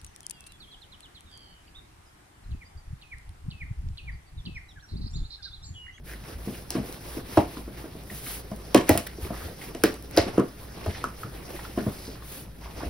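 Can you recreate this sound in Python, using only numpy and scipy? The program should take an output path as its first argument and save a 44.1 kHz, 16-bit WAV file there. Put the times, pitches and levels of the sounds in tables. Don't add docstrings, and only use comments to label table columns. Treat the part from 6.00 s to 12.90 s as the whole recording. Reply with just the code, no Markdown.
import sys
import numpy as np
from scipy import signal
from scipy.fft import rfft, irfft, next_fast_len
from scipy.io import wavfile
from scipy.ndimage import uniform_filter1d

SR = 44100
rng = np.random.default_rng(int(sys.argv[2]) if len(sys.argv) > 2 else 0)


def inscribe(sig):
    pcm = np.round(np.clip(np.atleast_2d(sig).T, -1, 1) * 32767)
    wavfile.write(sys.argv[1], SR, pcm.astype(np.int16))


N = 304113
AGE_S = np.arange(SR // 4) / SR

# (frequency [Hz], density [dB per Hz])
HUM_SPECTRUM = [(20, -3.5), (36, -43), (48, 6), (58, 11), (72, -6.5), (115, -2.5), (160, -3), (400, -20),
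                (1500, -38.5), (15000, -62)]
HUM_DB = -43.5
# (frequency [Hz], correlation [-1..1])
LIKENESS = [(150, .984), (300, .8), (600, .4), (1500, .3), (3500, .35), (7000, .8), (14000, .9)]
# (delay [s], level [dB], left over right [dB])
ECHOES = [(.0058, -18, -5), (.0108, -19, 5), (.0155, -15, 4), (.0231, -19, -5)]
# (frequency [Hz], level [dB])
TAIL_SPECTRUM = [(80, 1.5), (300, -12), (700, -3), (1200, -4), (2200, 0), (5000, 0), (10000, -5),
                 (16000, -8)]
TAIL_EDGES_HZ = [900, 1120, 1420, 1800, 2300, 3000, 4100, 5600, 8000, 12000, 17000]
ROOM_T60_S = 0.24
# (frequency [Hz], lag [rad])
PORT_PHASE = [(0, 0), (150, -.05), (350, -.25), (700, -.55), (1200, -.35), (1800, 0), (3000, .9),
              (4400, .8), (5000, .15), (7300, 3.14), (10400, 6.28), (13500, 9.42), (16500, 12.4)]
# (frequency [Hz], level [dB])
PORT_BALANCE = [(200, .1), (1000, -.8), (2300, -1.2), (6000, 0)]
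CUTOFF_HZ = 16200

# (frequency [Hz], density [dB per Hz])
RUMBLE_SPECTRUM = [(40, -10), (100, 5.5), (200, -1), (330, 5), (500, 2.5), (800, -8), (1400, -47),
                   (3000, -65)]
# (frequency [Hz], density [dB per Hz])
RASP_SPECTRUM = [(300, -9), (700, 8.5), (1200, 5.5), (2000, 3.5), (3200, -1), (4200, -1), (5600, 0),
                 (7000, -13.5), (12000, -3.5)]
# (frequency [Hz], density [dB per Hz])
HISS_SPECTRUM = [(1500, -1.5), (4000, 0), (5700, -3), (8000, -3.5), (10000, 2.5), (12500, 4), (15600, 2.5),
                 (16200, -27)]
# (start [s], length [s], rasp level [dB], hiss over rasp [dB])
STROKES = [(0.028, 0.15, -58.5, 12.5), (0.214, 0.15, -48, -4), (0.36, 0.33, -52, 4.5),
           (0.69, 0.14, -42.5, -9), (0.792, 0.22, -46, 0), (0.991, 0.25, -46.5, 2.5), (1.237, 0.24, -44, 1),
           (1.422, 0.25, -50.5, 2.5), (1.734, 0.14, -49.5, 0), (2.05, 0.26, -60.5, 19.5),
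           (2.197, 0.24, -48.5, 13), (2.492, 0.74, -49.5, -10), (2.857, 0.15, -38.5, -3),
           (3.064, 0.014, -47, 13), (3.177, 0.14, -49, 5.5), (3.252, 0.32, -46, 0.5), (3.54, 0.2, -48, 2.5),
           (3.713, 0.32, -51, -7), (4.093, 0.3, -41, -23), (4.568, 0.12, -66, 17),
           (4.684, 0.43, -44.5, -7.5), (5.16, 0.11, -52.5, 6.5), (5.258, 0.21, -49.5, -3),
           (5.39, 0.37, -47, 0.5), (5.607, 0.62, -50.5, 3), (6.202, 0.28, -54, 12.5),
           (6.6, 0.1, -50.5, -13), (6.74, 0.17, -45.5, -13)]
SPEED_POWER = 0.74
HISS_SPEED_POWER = 0.63
WALL_RUMBLE_DB = 1
# (time [s], level [dB])
HOLD = [(0, -16), (.035, -17), (.07, -2), (6.1, -1.5), (6.53, -7.5), (6.7, 0)]
CREEP_RUMBLE_DB, CREEP_RASP_DB, CREEP_HISS_DB = -48.5, -51.5, -53.5
CRACKLE_DB, CRACKLES_PER_S = -14, 120

# (start [s], length [s], level [dB], pitch [Hz])
SCRAPES = [(0.052, 0.13, -50, 1770), (0.526, 0.04, -47, 2600), (.746, 0.031, -37.5, 1110),
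           (1.748, 0.05, -53, 1820), (3.331, 0.054, -45, 1250), (3.403, .035, -42.5, 1260),
           (3.608, 0.039, -45, 2170), (4.888, 0.034, -46, 2080), (4.935, .04, -44, 1950),
           (5.77, 0.045, -39.5, 1500), (5.866, 0.06, -50.5, 1180), (5.916, 0.28, -51, 4770),
           (6.606, 0.12, -49, 950), (6.804, .05, -42, 1140), (2.882, 0.016, -31, 2400),
           (4.159, 0.031, -32, 1400), (5.001, 0.024, -44, 2000)]
# (time [s], level [dB], pitch [Hz])
CLICKS = [(0.209, -42, 1250), (0.276, -46, 1900), (.478, -42, 1900), (1.199, -35, 1090),
          (1.3727, -13.5, 1250), (1.376, -28, 2300), (1.386, -19, 970), (1.399, -26, 1970),
          (1.567, -41, 1390), (1.788, -35, 1690), (2.1, -30, 1950), (2.263, -29.5, 2220), (2.27, -33, 1350),
          (2.747, -18, 1520), (3.068, -29.5, 1820), (3.248, -32, 2210), (3.267, -31, 1180),
          (3.332, -31, 1280), (3.362, -37, 2040), (3.411, -40, 1150), (3.428, -39, 1440), (3.481, -31, 686),
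          (3.748, -33, 1990), (3.8364, -12.5, 1660), (3.847, -32, 1580), (3.861, -28, 2450),
          (4.184, -27, 1430), (4.202, -23, 2050), (4.376, -21, 1190), (5.233, -25.5, 1300),
          (5.591, -28.5, 950), (5.594, -31, 1890), (5.65, -31, 1300), (6.154, -35.5, 1220),
          (6.222, -36, 1220), (6.838, -36, 1900)]
CLICK_Q, CLICK_PEAK_S = 5.7, 0.0026
# (time [s], level [dB])
TICKS = [(0.7052, -18.5), (0.926, -30), (2.0365, -42), (2.515, -53), (2.562, -40), (2.8664, -43),
         (3.942, -32), (4.025, -36), (4.1114, -35), (4.166, -23), (4.183, -18), (4.2982, -45), (4.862, -37),
         (4.924, -37)]
# (time [s], level [dB], pitch [Hz])
SWAYS = [(0.353, -35, 56.8), (1.375, -24.5, 107), (2.903, -24, 93), (3.225, -33, 66), (3.443, -38, 74),
         (4.185, -29, 94.5), (4.873, -28, 84.5), (5.87, -28.5, 113), (6.863, -32, 63)]

# (time [s], wall thump [dB], wall pitch [Hz], panel clack [dB])
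BUMPS = [(0.472, -21.5, 228, -58), (0.487, -38, 231, -58), (0.504, -30, 250, -58),
         (.751, -17.5, 294, -24.5), (.766, -22.5, 242, -38), (0.782, -23.5, 195, -56),
         (.797, -27, 225, -53), (1.168, -23.5, 313, -33), (1.676, -29, 316, -37), (1.8392, -30, 320, -33.5),
         (1.95, -33.5, 323, -40), (2.112, -34.5, 207, -40), (2.515, -26.5, 192, -28.5),
         (3.183, -33, 370, -55), (3.25, -30, 400, -51), (3.304, -26, 207, -24), (4.265, -22, 300, -30),
         (4.88, -27.5, 235, -52), (5.245, -30.5, 157, -56), (5.265, -34.5, 158, -52),
         (5.7742, -16, 257, -21), (5.813, -25, 222, -48), (6.077, -30.5, 261, -41), (6.831, -28, 273, -27),
         (6.868, -33.5, 310, -47)]
BUMP_CYCLES, BUMP_PANEL_HZ = 0.55, 639.5
BUMP_TICK_DB = -17
# (time [s], wall thump [dB], wall pitch [Hz],
# wall rise [cycles], panel clack [dB], panel pitch [Hz], flap ring [dB], flap pitch [Hz], tick [dB])
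KNOCKS = [(.706, -42, 288, 0.78, -38, 606, -37, 890, -40), (1.3725, -9, 330, 1, -3.5, 658, -17, 936, -25),
          (1.569, -32, 263, 0.84, -32, 1160, -44, 1138, -47),
          (2.762, -12.5, 279, 0.8, -19, 1080, -25, 1900, -24),
          (2.774, -22, 272, 0.87, -25, 1120, -36, 2600, -24),
          (2.805, -23.5, 276, 0.65, -30, 1070, -42, 1130, -43),
          (2.951, -21, 310, 0.35, -15.5, 634, -43, 750, -42),
          (3.748, -27, 330, 0.76, -29.5, 617, -51, 1900, -31),
          (4.3792, -5.5, 346, 0.61, -26, 770, -27.5, 1253, -31),
          (4.396, -23, 424, 0.84, -19, 1240, -31.5, 1317, -32),
          (4.861, -27, 414, 0.64, -20, 620, -42, 830, -48),
          (5.0402, -25.5, 404, 0.39, -10, 1300, -43, 1303, -26.5),
          (5.864, -18, 220, 0.6, -25, 562, -41, 1220, -52),
          (6.805, -36.5, 260, 0.5, -27, 896, -48, 1140, -54)]
KNOCK_RATTLE_DB = -29.5
WALL_CHATTER_DB, PANEL_CHATTER_DB = -15.5, -23.0
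CHATTER_PER_DB = -0.04

# (time [s], crunch [dB], crunch pitch [Hz], wall thump [dB], wall pitch [Hz],
# wall rise [cycles], panel clack [dB], panel pitch [Hz], flap ring [dB], flap pitch [Hz], crack [dB])
SNAPS = [(2.7454, -10, 2360, -10, 306, 0.93, -2, 541, -16, 1107, -20.5),
         (2.892, -13, 1750, -13, 305, 0.9, -0.5, 594, -21, 739, -16),
         (2.9753, -24.5, 2600, -33, 225, 0.57, -20.5, 620, -37, 1120, -21.5),
         (3.8366, -12.5, 1590, -11, 343, 0.65, -16, 527, -22, 586, -19),
         (4.1728, -11, 4600, -13.5, 347, 0.77, -2, 522, -31, 590, -30)]
# (frequency [Hz], level [dB], T60 [s])
BOX_MODES = [(94, -7, 0.084), (173.8, -14.5, 0.18), (207, -15.5, 0.14), (250, -15.5, 0.19),
             (270, -13, 0.22), (335, -12, 0.19), (375, -35, 0.18), (429, -13, 0.11), (590, -16, 0.2)]
MODE_FALL_DB_PER_OCT = 8
WALL_SAG = 0.3
# (multiple of pitch, level [dB], rise [cycles])
PANEL_MODES = [(1, 0, 1.4), (.89, -13, 3), (1.08, -19, 6), (1.36, -12, 2), (1.58, -15, 2), (2.3, -19, 3)]
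# (multiple of pitch, level [dB], T60 [s])
FLAP_MODES = [(1, -6, 0.14), (.81, -11, .11), (.89, -6, .14), (.95, -8, .11), (1.12, -9, .12)]
# (frequency [Hz], level [dB], T60 [s])
FLUTING_MODES = [(1130, -5, 0.41), (1637, -1, 0.071), (1900, 8, 0.085), (2120, 0, 0.093), (2400, -19, .16),
                 (2600, -3.5, 0.21), (3240, -17, 0.075), (3950, -2, 0.18), (5030, 2.5, 0.12)]
FLUTING_DETUNE = 0.0376
FLUTING_RING_DB = -17.5
RATTLE_DB, RATTLE_PEAK_S, RATTLE_PER_S = -16.0, 0.0088, 350


def from_db(db):
    return 10 ** (np.asarray(db) / 20)


def rms_one(x):
    return x / np.sqrt(np.mean(x ** 2) + 1e-20)


def at_hz(points, hz):
    f, value = np.transpose(points)
    return np.interp(np.log(hz + 1), np.log(f), value)


def band(x, low_hz, high_hz, order=2):
    edges_hz = [low_hz, min(high_hz, .45 * SR)]
    return signal.sosfilt(signal.butter(order, edges_hz, "band", fs=SR, output="sos"), x)


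def resonate(x, hz, q):
    b, a = signal.iirpeak(min(hz, .4 * SR), max(q, .8), fs=SR)
    return signal.lfilter(b, a, x + 1e-18)


def add(out, s, sound):
    start = round(s * SR)
    out[start:start + len(sound)] += sound[:N - start]


def stereo_noise(spectrum, size, grain_db=0):
    fft_size = next_fast_len(size)
    hz = np.fft.rfftfreq(fft_size, 1 / SR)
    unevenness = rms_one(uniform_filter1d(rng.standard_normal(size), size=40))
    grains = from_db(grain_db * unevenness)
    mid, side = rfft(rng.standard_normal((2, size)) * grains, fft_size)
    alike = np.clip(at_hz(LIKENESS, hz), 0, 1)
    pair = np.sqrt((1 + alike) / 2) * mid + np.sqrt((1 - alike) / 2) * side * [[1], [-1]]
    return irfft(pair * from_db(at_hz(spectrum, hz)), fft_size)[:, :size]


def flutter(per_s, depth_db):
    points = rng.standard_normal(4096)
    return from_db(depth_db * np.interp(np.arange(N) / SR * per_s, np.arange(4096), points))


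def swell(peak_s):
    return AGE_S / peak_s * np.exp(1 - AGE_S / peak_s)


def flex(hz, cycles):
    return swell(cycles / hz) * np.sin(2 * np.pi * hz * AGE_S)


def fibres(low_hz, high_hz, peak_s):
    return rms_one(band(rng.standard_normal(len(AGE_S)), low_hz, high_hz)) * swell(peak_s)


def crackle(size, per_s, spread_db):
    slips = rng.random(size) < per_s / SR
    unevenness = np.minimum(rng.exponential(1, size), 4)
    return rms_one(slips * rng.standard_normal(size) * from_db(spread_db * unevenness))


def ringing(hz, db, t60_s):
    strength = from_db(db + rng.normal(0, 1, hz.shape) - 60 * AGE_S / t60_s)
    return np.sum(strength * np.sin(2 * np.pi * hz * AGE_S), axis=0)


def hum():
    return from_db(HUM_DB) * rms_one(stereo_noise(HUM_SPECTRUM, size=N))


def room(x):
    age_s = np.arange(SR // 2) / SR
    envelope = from_db(-60 * age_s / ROOM_T60_S) * (1 - np.exp(-(age_s / 0.00099) ** 2))
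    envelope /= np.sqrt(np.sum(envelope ** 2))
    noise = stereo_noise(TAIL_SPECTRUM, size=len(age_s)) * envelope
    response = band(noise, 55, TAIL_EDGES_HZ[0], order=3) + .5 * band(noise, 1950, 3500)
    for delay_s, db, pan_db in ECHOES:
        impulse = np.arange(len(age_s)) == round(delay_s * SR)
        gains = from_db([[db + pan_db / 2], [db - pan_db / 2]])
        response += gains * band(impulse, 130, 510, order=1)
    response[:, 0] += 1
    out = signal.fftconvolve(x[None], response, axes=1)[:, :N]
    diffuse = stereo_noise([(20, 0), (20000, 0)], size=N, grain_db=2.2)
    for low_hz, high_hz in zip(TAIL_EDGES_HZ, TAIL_EDGES_HZ[1:]):
        energy = signal.fftconvolve(band(x, low_hz, high_hz, order=4) ** 2, envelope ** 2)[:N]
        gain = from_db(at_hz(TAIL_SPECTRUM, np.sqrt(low_hz * high_hz)) - 5)
        out += gain * np.sqrt(np.abs(energy)) * rms_one(band(diffuse, low_hz, high_hz, order=4))
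    return out


def friction():
    rasp_power, hiss_power = np.zeros((2, N))
    for s, length_s, db, hiss_db in STROKES:
        speed = np.abs(np.sin(np.pi * np.arange(0, length_s, 1 / SR) / length_s))
        stroke = from_db(db) * speed ** SPEED_POWER
        hiss_stroke = from_db(hiss_db - 1.0) * stroke * speed ** HISS_SPEED_POWER
        add(rasp_power, s, stroke ** 2)
        add(hiss_power, s, hiss_stroke ** 2)
    hold_db = np.interp(np.arange(N) / SR, *np.transpose(HOLD))
    rasp, hiss = np.sqrt(rasp_power), np.sqrt(hiss_power)
    return (np.hypot(from_db(WALL_RUMBLE_DB) * rasp, from_db(hold_db + CREEP_RUMBLE_DB)),
            np.hypot(rasp, from_db(hold_db + CREEP_RASP_DB)),
            np.hypot(hiss, from_db(hold_db + CREEP_HISS_DB)))


def rasping():
    noise = stereo_noise(RASP_SPECTRUM, size=N, grain_db=-1.5)
    edges_hz = np.geomspace(350, 11000, num=9)
    total = 0
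    for k, (low_hz, high_hz) in enumerate(zip(edges_hz, edges_hz[1:])):
        shifted = np.roll(noise, k * SR // 3, axis=1)
        total = total + band(shifted, low_hz, high_hz, order=3) * flutter(35, 2.7)
    return rms_one(total)


def catching():
    pitches_hz = np.geomspace(900, 2700, num=6)
    per_s = CRACKLES_PER_S / len(pitches_hz)
    return rms_one(sum(resonate(crackle(N, per_s, 0.4), hz, q=4.9) for hz in pitches_hz))


def sliding():
    rumble_gain, rasp_gain, hiss_gain = friction()
    grip = flutter(90, 1.0)
    rumble = rumble_gain * flutter(40, 2.7) * rms_one(stereo_noise(RUMBLE_SPECTRUM, size=N))
    rasp = rasp_gain * (rasping() + from_db(CRACKLE_DB) * catching())
    hiss = hiss_gain * rms_one(stereo_noise(HISS_SPECTRUM, size=N))
    return grip * (rumble + rasp + hiss)


def scrapes():
    out = np.zeros(N)
    for s, length_s, db, hz in SCRAPES:
        stroke = np.sin(np.pi * np.minimum(AGE_S / length_s, 1))
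        strip = rms_one(resonate(crackle(len(AGE_S), 2500, 4.5), hz, q=3.8))
        add(out, s, from_db(db) * stroke * strip)
    return out


def clicks():
    out = np.zeros(N)
    for s, db, hz in CLICKS:
        patch = rms_one(resonate(rng.standard_normal(len(AGE_S)), hz, q=CLICK_Q))
        add(out, s, from_db(db) * (0.26 * patch * swell(CLICK_PEAK_S) + 0.49 * flex(hz, cycles=1.0)))
    return out


def crack(decay_s):
    envelope = np.exp(-AGE_S / decay_s) + 0.09 * swell(2 * decay_s)
    return band(rng.standard_normal(len(AGE_S)) * envelope, 5100, 21000, order=1)


def ticks():
    out = np.zeros(N)
    for s, db in TICKS:
        add(out, s, from_db(db + 6.5) * crack(0.00039))
    return out


def sways():
    out = np.zeros(N)
    for s, db, hz in SWAYS:
        add(out, s, from_db(db + 3.5) * flex(hz, cycles=0.49))
    return out


def boom(wall_hz, cycles, modes_db):
    hz, db, t60_s = np.transpose(BOX_MODES)[:, :, None]
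    distance_oct = np.abs(np.log2(hz / wall_hz))
    modes = ringing(hz, db + modes_db - MODE_FALL_DB_PER_OCT * distance_oct, t60_s)
    pitch_hz = wall_hz * (1 + WALL_SAG * (np.exp(-AGE_S * wall_hz / cycles) - .27))
    wall = swell(cycles / wall_hz) * np.sin(2 * np.pi * np.cumsum(pitch_hz) / SR)
    return wall + modes * (1 - np.exp(-AGE_S / 0.015))


def panel(hz):
    modes = sum(from_db(db) * flex(multiple * hz, cycles) for multiple, db, cycles in PANEL_MODES)
    return band(0.5 * modes + 0.25 * fibres(1060, 1100, 0.0012), 113, 1400, order=4)


def flap(hz):
    multiple, db, t60_s = np.transpose(FLAP_MODES)[:, :, None]
    return ringing(multiple * hz, db, t60_s) * (1 - np.exp(-AGE_S / 0.00057))


def rattle():
    ticking = rms_one(band(crackle(len(AGE_S), RATTLE_PER_S, 4.6), 600, 4400))
    contacts = ticking * swell(RATTLE_PEAK_S)
    hz, db, t60_s = np.transpose(FLUTING_MODES)[:, :, None]
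    bent_hz = hz * (1 + FLUTING_DETUNE * rng.standard_normal(hz.shape))
    modes = ringing(bent_hz, db, t60_s) * (1 - np.exp(-AGE_S / 0.0027))
    return from_db(RATTLE_DB) * contacts + from_db(FLUTING_RING_DB) * modes


def blow(thump_db, wall_hz, cycles, clack_db, panel_hz, tick_db):
    strength_db = CHATTER_PER_DB * max(thump_db, clack_db)
    wall_chatter = from_db(WALL_CHATTER_DB + strength_db) * fibres(138, 440, 0.009)
    panel_chatter = from_db(PANEL_CHATTER_DB + strength_db) * fibres(0.96 * panel_hz, 1370, 0.0039)
    thump = boom(wall_hz, cycles, modes_db=-2.0) + wall_chatter
    late_thump = np.interp(AGE_S - 0.00208, AGE_S, thump, left=0)
    clack = panel(panel_hz) + panel_chatter
    tick = fibres(2800, 3100, 0.0011) + 1.1 * fibres(4600, 11200, 0.0012)
    return (from_db(clack_db + 2.5) * clack + from_db(tick_db - 8.0) * tick
            + from_db(thump_db + 2.0) * late_thump)


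def bumps():
    out = np.zeros(N)
    for s, thump_db, wall_hz, clack_db in BUMPS:
        tick_db = clack_db + BUMP_TICK_DB
        add(out, s, blow(thump_db, wall_hz, BUMP_CYCLES, clack_db, BUMP_PANEL_HZ, tick_db))
    return out


def knocks():
    out = np.zeros(N)
    for s, thump_db, wall_hz, cycles, clack_db, panel_hz, ring_db, ring_hz, tick_db in KNOCKS:
        add(out, s, blow(thump_db, wall_hz, cycles, clack_db, panel_hz, tick_db))
        add(out, s, from_db(ring_db) * flap(ring_hz))
        add(out, s, from_db(clack_db + KNOCK_RATTLE_DB) * rattle())
    return out


def crunch(hz):
    noise = rng.standard_normal(len(AGE_S))
    fluting = rms_one(resonate(resonate(noise, hz, q=2.2), hz, q=2.2))
    crushed = fluting * (0.7 * swell(0.0019) + 0.074 * swell(0.0034))
    return crushed + 0.62 * fibres(1400, 6100, 0.0012) + 0.63 * flex(hz, cycles=1.9)


def snaps():
    out = np.zeros(N)
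    for (s, crunch_db, crunch_hz, thump_db, wall_hz, cycles,
         clack_db, panel_hz, ring_db, ring_hz, crack_db) in SNAPS:
        clack = 0.61 * panel(panel_hz) + 0.19 * fibres(435, 750, 0.0053)
        thump = boom(wall_hz, cycles, modes_db=-2.5) + 0.17 * fibres(205, 486, 0.0058)
        add(out, s, from_db(crunch_db - 6.5) * (crunch(crunch_hz) + rattle()))
        add(out, s, from_db(ring_db) * flap(ring_hz))
        add(out, s + 0.0003, from_db(crack_db + 12.5) * crack(0.0011))
        add(out, s + 0.00034, from_db(clack_db) * clack)
        add(out, s + 0.00343, from_db(thump_db + 6.5) * thump)
    return out


def scene():
    contacts = scrapes() + clicks() + ticks() + sways() + bumps() + knocks() + snaps()
    return hum() + sliding() + room(contacts)


def record(dry):
    size = next_fast_len(N + SR // 10)
    hz = np.fft.rfftfreq(size, 1 / SR)
    half = np.array([[.5], [-.5]])
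    phase = np.exp(1j * half * np.interp(hz, *np.transpose(PORT_PHASE)))
    sensitivity = from_db(half * at_hz(PORT_BALANCE, hz))
    ports = irfft(rfft(dry, size) * phase * sensitivity, size)[:, :N]
    rounded = ports / (1 + ports ** 4) ** (1 / 4)
    low_pass = signal.ellip(10, .1, 80, CUTOFF_HZ, fs=SR, output="sos")
    return signal.sosfilt(low_pass, rounded)


dry = scene()
out = record(dry)
inscribe(out)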